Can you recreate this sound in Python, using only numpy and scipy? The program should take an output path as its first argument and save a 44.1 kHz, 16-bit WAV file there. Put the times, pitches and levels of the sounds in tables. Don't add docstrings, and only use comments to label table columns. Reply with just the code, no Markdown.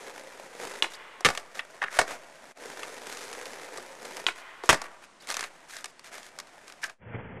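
import sys
import numpy as np
from scipy import signal
from scipy.fft import rfft, irfft
from scipy.io import wavfile

SR = 44100
rng = np.random.default_rng(int(sys.argv[2]) if len(sys.argv) > 2 else 0)


def wav_record(signal):
    frames = np.transpose(np.atleast_2d(signal))
    bounded = np.clip(frames, -1, 1)
    quanta = np.round(bounded * 32767).astype(np.int16)
    wavfile.write(sys.argv[1], SR, quanta)


N = 326340
TIME = np.arange(N) / SR
HIT_TIME = TIME[:SR // 6]

# t/s, level/dB
RUN_UPS = [
    [(0.015, -46.5), (0.065, -48.5), (0.125, -51.5), (0.147, -48), (0.185, -52.5), (0.479, -51.5),
     (0.511, -51), (0.533, -52), (0.645, -44), (0.8, -48.5)],
    [(2.6, -51), (2.622, -47.5), (3.49, -47.5), (3.688, -50.5), (3.748, -47.5), (3.954, -53), (4.046, -48),
     (4.176, -47), (4.184, -49.5), (4.25, -48.5)],
]
# start/s, end/s, initial level/dB
COASTS = [(1.3, 2.592, -57.5), (4.731, 5.077, -60), (5.2, 5.86, -60.5), (6.039, 6.97, -61)]
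# t/s, duration/s, roar level/dB, relative growl/dB, relative hiss/dB
SCUFFS = [(0.896, 0.081, -51.5, -3.5, 1), (1.296, 0.13, -53.5, -3, 2.5), (1.541, 0.072, -45, -3.5, -1.5),
          (1.648, 0.0095, -52.5, -15, -3), (1.899, 0.11, -43.5, -7.5, -3), (1.936, 0.057, -40, -7, -3),
          (2.053, 0.13, -41, 1, -3.5), (3.05, 0.28, -49.5, -17, 3), (4.347, 0.079, -49.5, -3, -2),
          (4.632, 0.06, -47.5, -2.5, 2), (4.747, 0.15, -46.5, -8, -9), (5.019, 0.042, -50.5, -14, -5),
          (5.198, .065, -59, -27, 1.5), (5.275, 0.075, -41.5, -2, 1), (5.342, .15, -41, -8, -4),
          (5.677, 0.16, -50.5, -24, 3.5), (5.87, 0.05, -65.5, 0, 8), (6.031, 0.079, -52, -10, -1.5),
          (6.108, 0.11, -47.5, -3.5, -2.5), (6.198, .11, -52.5, -2.5, 1.5), (6.663, 0.057, -55, -18, 1),
          (6.814, 0.069, -49, -7, 3.5)]
# f/Hz, spectral density/dB
GROWL_SPECTRUM = [(40, -29.5), (90, -20.5), (160, -11), (280, -4), (420, -1), (800, 0), (1000, 0.5),
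                  (1500, -39)]
ROAR_SPECTRUM = [(500, -17), (850, -7.5), (1000, -5), (1250, 2), (1900, 3.5), (2400, -0.5), (3200, -9.5),
                 (4500, -35)]
HISS_SPECTRUM = [(2200, -10.5), (3500, 1), (4300, -1), (6500, 0), (8500, -3.5), (10500, -6), (12000, -11.5),
                 (14000, -17.5)]
BEARING_SPECTRUM = [(300, -13.5), (650, -2.5), (1300, -0.5), (2000, 0.5), (2700, -8), (3600, -16),
                    (6000, -22.5), (12000, -30)]
# t/s, level/dB, contact decay/s, mode frequency ratio
POPS = [(0.8234, -18.5, 0.0019, 1.0), (0.8254, -21, .0022, 0.86), (4.2657, -17.5, 0.0025, 0.99),
        (4.2678, -27, .003, .86)]
# f/Hz, level/dB, T60/s
TAIL_MODES = [(441, -20.5, 0.045), (1070, -16.5, 0.064), (1430, -9, 0.018), (1990, -11, 0.017),
              (2560, -0.5, 0.0068), (2995, 1.5, 0.011), (3270, 5, 0.0098), (3970, -5, 0.011),
              (5300, -14, 0.013), (7210, -13.5, .022)]
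DECK_MODES = [(456, -22, 0.083), (622, -1, 0.044), (701, 0, 0.067), (1007, -1.5, 0.051),
              (1260, -14.5, 0.022), (1170, 12.5, .04), (1667, -1, 0.032), (1797, 8, 0.044),
              (2112, 0, 0.057), (2230, -1, 0.1), (2542, 5, 0.031), (2800, -3.5, 0.088), (3180, -1.5, 0.045),
              (3390, 2, 0.043), (3700, 2, 0.058)]
# t/s, level/dB, brightness/Hz, relative thud/dB, wheel spacing/s,
# loss per wheel/dB, rebound delay/s, rebound/dB re slam, second rebound/dB re first
LANDINGS = [(1.2478, -14.5, 1820, -9, .0051, 0.9, .0395, -7, -5.5),
            (4.6912, -9.5, 1570, -10, .0046, 1.9, 0.037, -7.5, -8),
            (1.9885, -12, 1150, -13, .003, 6.5, .0255, -12.5, -28)]
# t/s, level/dB, brightness/Hz, relative thud/dB, relative crack/dB
KNOCKS = [(1.207, -40.5, 1245, 1, -1), (1.3498, -34.5, 1570, -23, -3.5), (1.3749, -29.5, 1910, -7.5, -2.5),
          (1.5934, -26, 2000, -26, -24), (1.819, -28, 1200, -20, -17), (1.827, -26.5, 1100, -21, -16),
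          (1.839, -27, 1300, -9, -17), (1.969, -34, 1140, -10, -16), (2.832, -32.5, 1730, -27, -8),
          (3.781, -37.5, 820, -3, -6), (4.637, -32, 740, -5, -12), (4.817, -35, 1410, -3.5, 0),
          (5.393, -32, 1650, -9.5, -1.5), (5.439, -32, 1670, -12, -5), (6.699, -46, 1900, -30, -6),
          (6.84, -33.5, 2000, -14, 2), (6.897, -42.5, 1576, -18, -5)]
# t/s, level/dB
STONES = [(3.069, -43), (3.171, -41.5), (3.329, -41), (3.456, -41), (3.774, -41.5), (4.051, -44.5),
          (4.168, -40), (5.272, -43.5), (5.289, -39.5), (5.3021, -32), (5.312, -34.5), (5.319, -39),
          (5.342, -33.5), (5.351, -42), (5.368, -30.5), (5.408, -34), (5.767, -40.5), (5.843, -36),
          (5.857, -40.5), (5.994, -49), (6.142, -50), (6.18, -48), (6.23, -49.5), (6.388, -38.5),
          (6.4, -39.5), (6.471, -57), (6.68, -48.5), (6.723, -48.5)]
# start/s, end/s, initial level/dB
SPINS = [(0.942, 1.275, -47), (4.383, 4.687, -47)]
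# t/s, duration/s, level/dB
DRAGS = [(1.59, 0.0095, -28), (1.815, 0.034, -27), (1.858, .03, -39), (5.732, 0.079, -47.5),
         (6.135, .06, -51.5), (6.831, 0.024, -33), (6.86, 0.043, -49)]
# t/s, initial f/Hz, level/dB
SQUEAKS = [(.935, 3700, -43), (5.198, 4100, -52.5), (5.228, 2900, -53)]
# f/Hz, spectral density/dB
NEAR_ECHO_SPECTRUM = [(60, -27.5), (200, 10.5), (450, 4.5), (900, 2), (1800, 1.5), (2400, -2.5),
                      (3300, -10.5), (5000, 0.5), (10000, -40.5), (15000, -47.5)]
FAR_ECHO_SPECTRUM = [(150, -10.5), (450, -2.5), (900, -0.5), (1300, -2.5), (1750, -8), (2150, -3.5),
                     (2550, -15), (3400, -17.5), (6000, -31.5), (12000, -43)]
AIR_SPECTRUM = [(20, 3.5), (60, -13.5), (150, -4), (600, 0), (1800, -3), (4000, -11.5), (9000, -15),
                (14000, -41.5)]
RUMBLE_SPECTRUM = [(18, -53.5), (30, -23), (115, 0), (149, -8), (201, -5.5), (292, -14.5), (461, -10),
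                   (726, -17.5), (939, -16.5), (1080, -22), (1730, -18.5), (2200, -21.5), (3400, -36.5),
                   (4420, -89), (7480, -120)]
# t/s, relative level/dB
RUMBLE_ENVELOPE = [(7.0, -62), (7.024, -48.5), (7.108, -40), (7.268, -46.5), (7.286, -47), (7.376, -39.5),
                   (7.4, -45.5)]


def rolling(usual_load_db=-49.5, hollow_hz=497, sag_hz_per_db=16.5, judder_db=1.08):
    load = wheel_load()
    growl_gain, roar_gain, hiss_gain = road_gains(load, usual_load_db)
    excess_db = np.clip(20 * np.log10(load + 1e-9) - usual_load_db, -10, 10)
    pitch_hz = hollow_hz - sag_hz_per_db * excess_db
    roughness = bumps(per_s=170, spread_db=2.5, decay_s=0.0012, steady=1.0)
    force = rng.standard_normal((4, N)) * roughness
    hollow = rms_one(band(resonance(force[0], pitch_hz, width_hz=95), 260, 1300))
    growl = rms_one(coloured(force[1], GROWL_SPECTRUM) + from_db(-1) * hollow)
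    roar = coloured(force[2], ROAR_SPECTRUM)
    hiss = coloured(force[3], HISS_SPECTRUM)
    road = growl_gain * growl + roar_gain * roar + hiss_gain * hiss
    return road * from_db(judder_db * drift(30))


def wheel_load(lift_s=0.034, coast_rise_db_per_s=1.5):
    load = np.zeros(N)
    for curve in RUN_UPS:
        on_road = gate(curve[0][0] - lift_s, curve[-1][0] + lift_s, lift_s, lift_s)
        load += from_db(in_time(curve)) * on_road
    for start, end, db in COASTS:
        load += from_db(db + coast_rise_db_per_s * (TIME - start)) * gate(start, end, lift_s, lift_s)
    return load


def road_gains(load, usual_load_db):
    growth = np.array([[0.066], [0], [0.2]])
    power = np.outer(from_db([2, -0.5, -2.5]), load) ** 2
    power *= (load / from_db(usual_load_db) + 1e-9) ** (2 * growth)
    for start, length, db, growl_db, hiss_db in SCUFFS:
        scuff = from_db(db) * gate(start, start + length, 0.18 * length, 0.31 * length)
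        power += np.outer(from_db([growl_db, 0, hiss_db]), scuff) ** 2
    balance = from_db([[-1], [-0.2], [-1]])
    return balance * np.sqrt(power)


def tail_pops(chip_db=-9, scrape_db=-16):
    out = np.zeros(N)
    for s, db, decay_s, ratio in POPS:
        modes = np.array(TAIL_MODES) * [ratio, 1, 1]
        tip = unit_blow(band(ringing(modes, scatter_db=1.4), 290, 8300))
        chip = unit_blow(band(crunch(decay_s), 1800, 4500))
        scrape = unit_blow(band(crunch(0.025), 4500, 9000))
        add(out, s, from_db(db) * (tip + from_db(chip_db) * chip + from_db(scrape_db) * scrape))
    return out


def deck_impacts(ring_db=-4, weight_db=-5, heavy_db=-19, buzz=0.35):
    out = np.zeros(N)
    for s, db, hz, thud_db, crack_db, duration_ratio in contacts():
        heavy = np.tanh(from_db(db - heavy_db))
        rattle = buzz * heavy
        contact = band(crunch(0.003 * duration_ratio, rattle / 2), hz / 2.1, hz * 1.655, order=3)
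        deck = band(ringing(DECK_MODES, scatter_db=1.8), hz / 2, hz * 2.93)
        body = unit_blow(unit_blow(contact) + from_db(ring_db) * unit_blow(deck))
        thud = unit_blow(band(crunch(0.0074), 370, 740))
        thud += heavy * from_db(weight_db) * unit_blow(band(crunch(0.007), 32, 260))
        crack = band(crunch(0.0029 * duration_ratio, rattle), 3500, 10000)
        crack = unit_blow(band(crack, 1500, 6600, order=1))
        blow = from_db(-0.13) * body + from_db(thud_db - 1) * thud + from_db(crack_db - 0.76) * crack
        add(out, s, from_db(db) * blow)
    return out


def contacts(stone_hz=1650, kick_hz=1420, rebound_hz=1170, kick_delay_s=0.019, truck_gap_s=0.015):
    rows = [(*knock, 1) for knock in KNOCKS]
    rows += [(s, db, stone_hz, -12, 2, 0.85) for s, db in STONES]
    rows += [(s + kick_delay_s, -26.5, kick_hz, -24.5, -20, 1) for s, *_ in POPS]
    for s, db, hz, thud_db, gap_s, loss_db, rebound_s, rebound_db, second_db in LANDINGS:
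        for wheel in range(4):
            rows.append((s + wheel * gap_s, db - wheel * loss_db, hz, thud_db, -7, 0.9))
        for truck in range(2):
            bounce_s = s + rebound_s + truck * truck_gap_s
            rows.append((bounce_s, db + rebound_db + truck * second_db, rebound_hz, -4.5, -6.5, 1))
    return rows


def bearing_whirr(loss_db_per_s=25, edge_s=0.05):
    envelope = np.zeros(N)
    for start, end, db in SPINS:
        run_down_db = loss_db_per_s * np.maximum(TIME - start, 0)
        envelope += from_db(db - run_down_db) * gate(start, end, edge_s, edge_s)
    return envelope * coloured(rng.standard_normal(N), BEARING_SPECTRUM)


def tail_drags(deck_hz=1655, edge_s=0.003):
    force = rng.standard_normal(N) * bumps(per_s=250, spread_db=3.5, decay_s=0.0015, steady=0.6)
    honk = band(resonance(force, np.full(N, deck_hz), width_hz=290), 900, 3300)
    envelope = sum(from_db(db) * gate(s, s + length, edge_s, edge_s) for s, length, db in DRAGS)
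    return envelope * rms_one(honk)


def sole_squeaks(length_s=0.024, rise_hz_per_s=45000, jitter_hz=300):
    out = np.zeros(N)
    t = TIME[:int(length_s * SR)]
    envelope = np.sin(np.pi * t / length_s)
    for s, hz, db in SQUEAKS:
        pitch_hz = hz + rise_hz_per_s * t + jitter_hz * drift(900)[:len(t)]
        add(out, s, from_db(db) * envelope * np.sin(2 * np.pi * np.cumsum(pitch_hz) / SR))
    return out


def street_echoes(x, near_db, far_db, near_decay_s, far_t60_s, far_hold_s):
    t = TIME[:SR * 3 // 2]
    near = coloured(rng.standard_normal(len(t)), NEAR_ECHO_SPECTRUM)
    near *= (1 - np.exp(-t / 0.0093)) * np.exp(-t / near_decay_s)
    far = coloured(rng.standard_normal(len(t)), FAR_ECHO_SPECTRUM)
    far *= (1 - np.exp(-t / 0.025)) * from_db(-60 * np.maximum(t - far_hold_s, 0) / far_t60_s)
    response = from_db(near_db) * near / np.linalg.norm(near)
    response += from_db(far_db) * far / np.linalg.norm(far)
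    return signal.fftconvolve(x, response)[:N]


def closing_rumble(start_s=6.98, rise_s=0.021, lumps_db=2.7, cutoff_hz=3450):
    onset = np.clip((TIME - start_s) / rise_s, 0, 1)
    noise = coloured(rng.standard_normal(N), RUMBLE_SPECTRUM)
    envelope = onset * from_db(in_time(RUMBLE_ENVELOPE) + 1 + lumps_db * drift(40))
    return signal.sosfilt(signal.ellip(8, 0.5, 80, cutoff_hz, fs=SR, output="sos"), noise * envelope)


def ambient_air(level_db=-58):
    return from_db(level_db) * coloured(rng.standard_normal(N), AIR_SPECTRUM)


def street_gain(dip_s=2.541, dip_half_width_s=0.028, dip_db=-24, fade_s=6.91, fade_db_per_s=331):
    dip = np.maximum(1 - np.abs(TIME - dip_s) / dip_half_width_s, 0)
    return from_db(dip_db * dip - fade_db_per_s * np.maximum(TIME - fade_s, 0))


def ringing(modes, scatter_db):
    hz, db, t60 = np.transpose(modes)[:, :, None]
    strength = from_db(db + scatter_db * rng.standard_normal(hz.shape)) * rng.choice([-1, 1], hz.shape)
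    return np.sum(strength * from_db(-60 * HIT_TIME / t60) * np.sin(2 * np.pi * hz * HIT_TIME), axis=0)


def crunch(decay_s, rattle=0, rattle_s=0.019):
    envelope = np.exp(-HIT_TIME / decay_s) + rattle * np.exp(-HIT_TIME / rattle_s)
    return envelope * rng.standard_normal(len(HIT_TIME))


def bumps(per_s, spread_db, decay_s, steady):
    sizes = from_db(spread_db * np.minimum(rng.exponential(1, N), 3.5))
    drops = sizes * (rng.random(N) < per_s / SR)
    energy = signal.lfilter([1], [1, -np.exp(-1 / (decay_s * SR))], drops ** 2 + 1e-18)
    return rms_one(np.sqrt(energy / energy.mean() + steady))


def resonance(x, hz, width_hz, block=128):
    radius = np.exp(-np.pi * width_hz / SR)
    out, state = np.zeros(N), np.zeros(2)
    for i in range(0, N, block):
        poles = [1, -2 * radius * np.cos(2 * np.pi * hz[i] / SR), radius * radius]
        out[i:i + block], state = signal.lfilter([1, 0, -1], poles, x[i:i + block], zi=state)
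    return rms_one(out)


def coloured(x, spectrum):
    hz, db = np.transpose(spectrum)
    f = np.maximum(np.arange(len(x) // 2 + 1) * SR / len(x), 1)
    octaves_outside = np.abs(np.log2(f / np.clip(f, hz[0], hz[-1])))
    gain = from_db(np.interp(np.log(f), np.log(hz), db) - 20 * octaves_outside)
    return rms_one(irfft(rfft(x) * gain, len(x)))


def band(x, low_hz, high_hz, order=2):
    sections = signal.butter(order, [low_hz, high_hz], "band", fs=SR, output="sos")
    return signal.sosfilt(sections, x + 1e-18)


def drift(per_s):
    points = rng.standard_normal(int(N / SR * per_s) + 2)
    return rms_one(np.interp(TIME * per_s, np.arange(len(points)), points))


def gate(start_s, end_s, rise_s, fall_s):
    return np.clip(np.minimum((TIME - start_s) / rise_s, (end_s - TIME) / fall_s), 0, 1)


def in_time(curve):
    return np.interp(TIME, *np.transpose(curve))


def add(track, s, sound):
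    at = int(s * SR)
    track[at:at + len(sound)] += sound[:N - at]


def unit_blow(x):
    return x / np.sqrt(np.sum(x ** 2) / (0.005 * SR) + 1e-20)


def rms_one(x):
    return x / np.sqrt(np.mean(x ** 2) + 1e-20)


def from_db(db):
    return 10 ** (np.asarray(db) / 20)


def scene():
    pops = tail_pops()
    board = deck_impacts() + rolling() + bearing_whirr() + tail_drags() + sole_squeaks()
    echoes = street_echoes(pops, near_db=-12.5, far_db=-20.5,
                           near_decay_s=0.023, far_t60_s=0.59, far_hold_s=0.36)
    echoes += street_echoes(board, near_db=-21.5, far_db=-37.5,
                            near_decay_s=0.027, far_t60_s=1.0, far_hold_s=0.14)
    street = (pops + board + echoes + ambient_air()) * street_gain()
    return (street + closing_rumble())[None]


def record(dry, ceiling=0.72, sag=0.18, recover_s=0.075, cutoff_hz=13950):
    rounded = ceiling * np.tanh(dry / ceiling)
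    pole = np.exp(-1 / (recover_s * SR))
    bias = sag * signal.lfilter([1 - pole], [1, -pole], np.abs(rounded))
    return signal.sosfilt(signal.ellip(10, 0.2, 70, cutoff_hz, fs=SR, output="sos"), rounded - bias)


dry = scene()
out = record(dry)
wav_record(out)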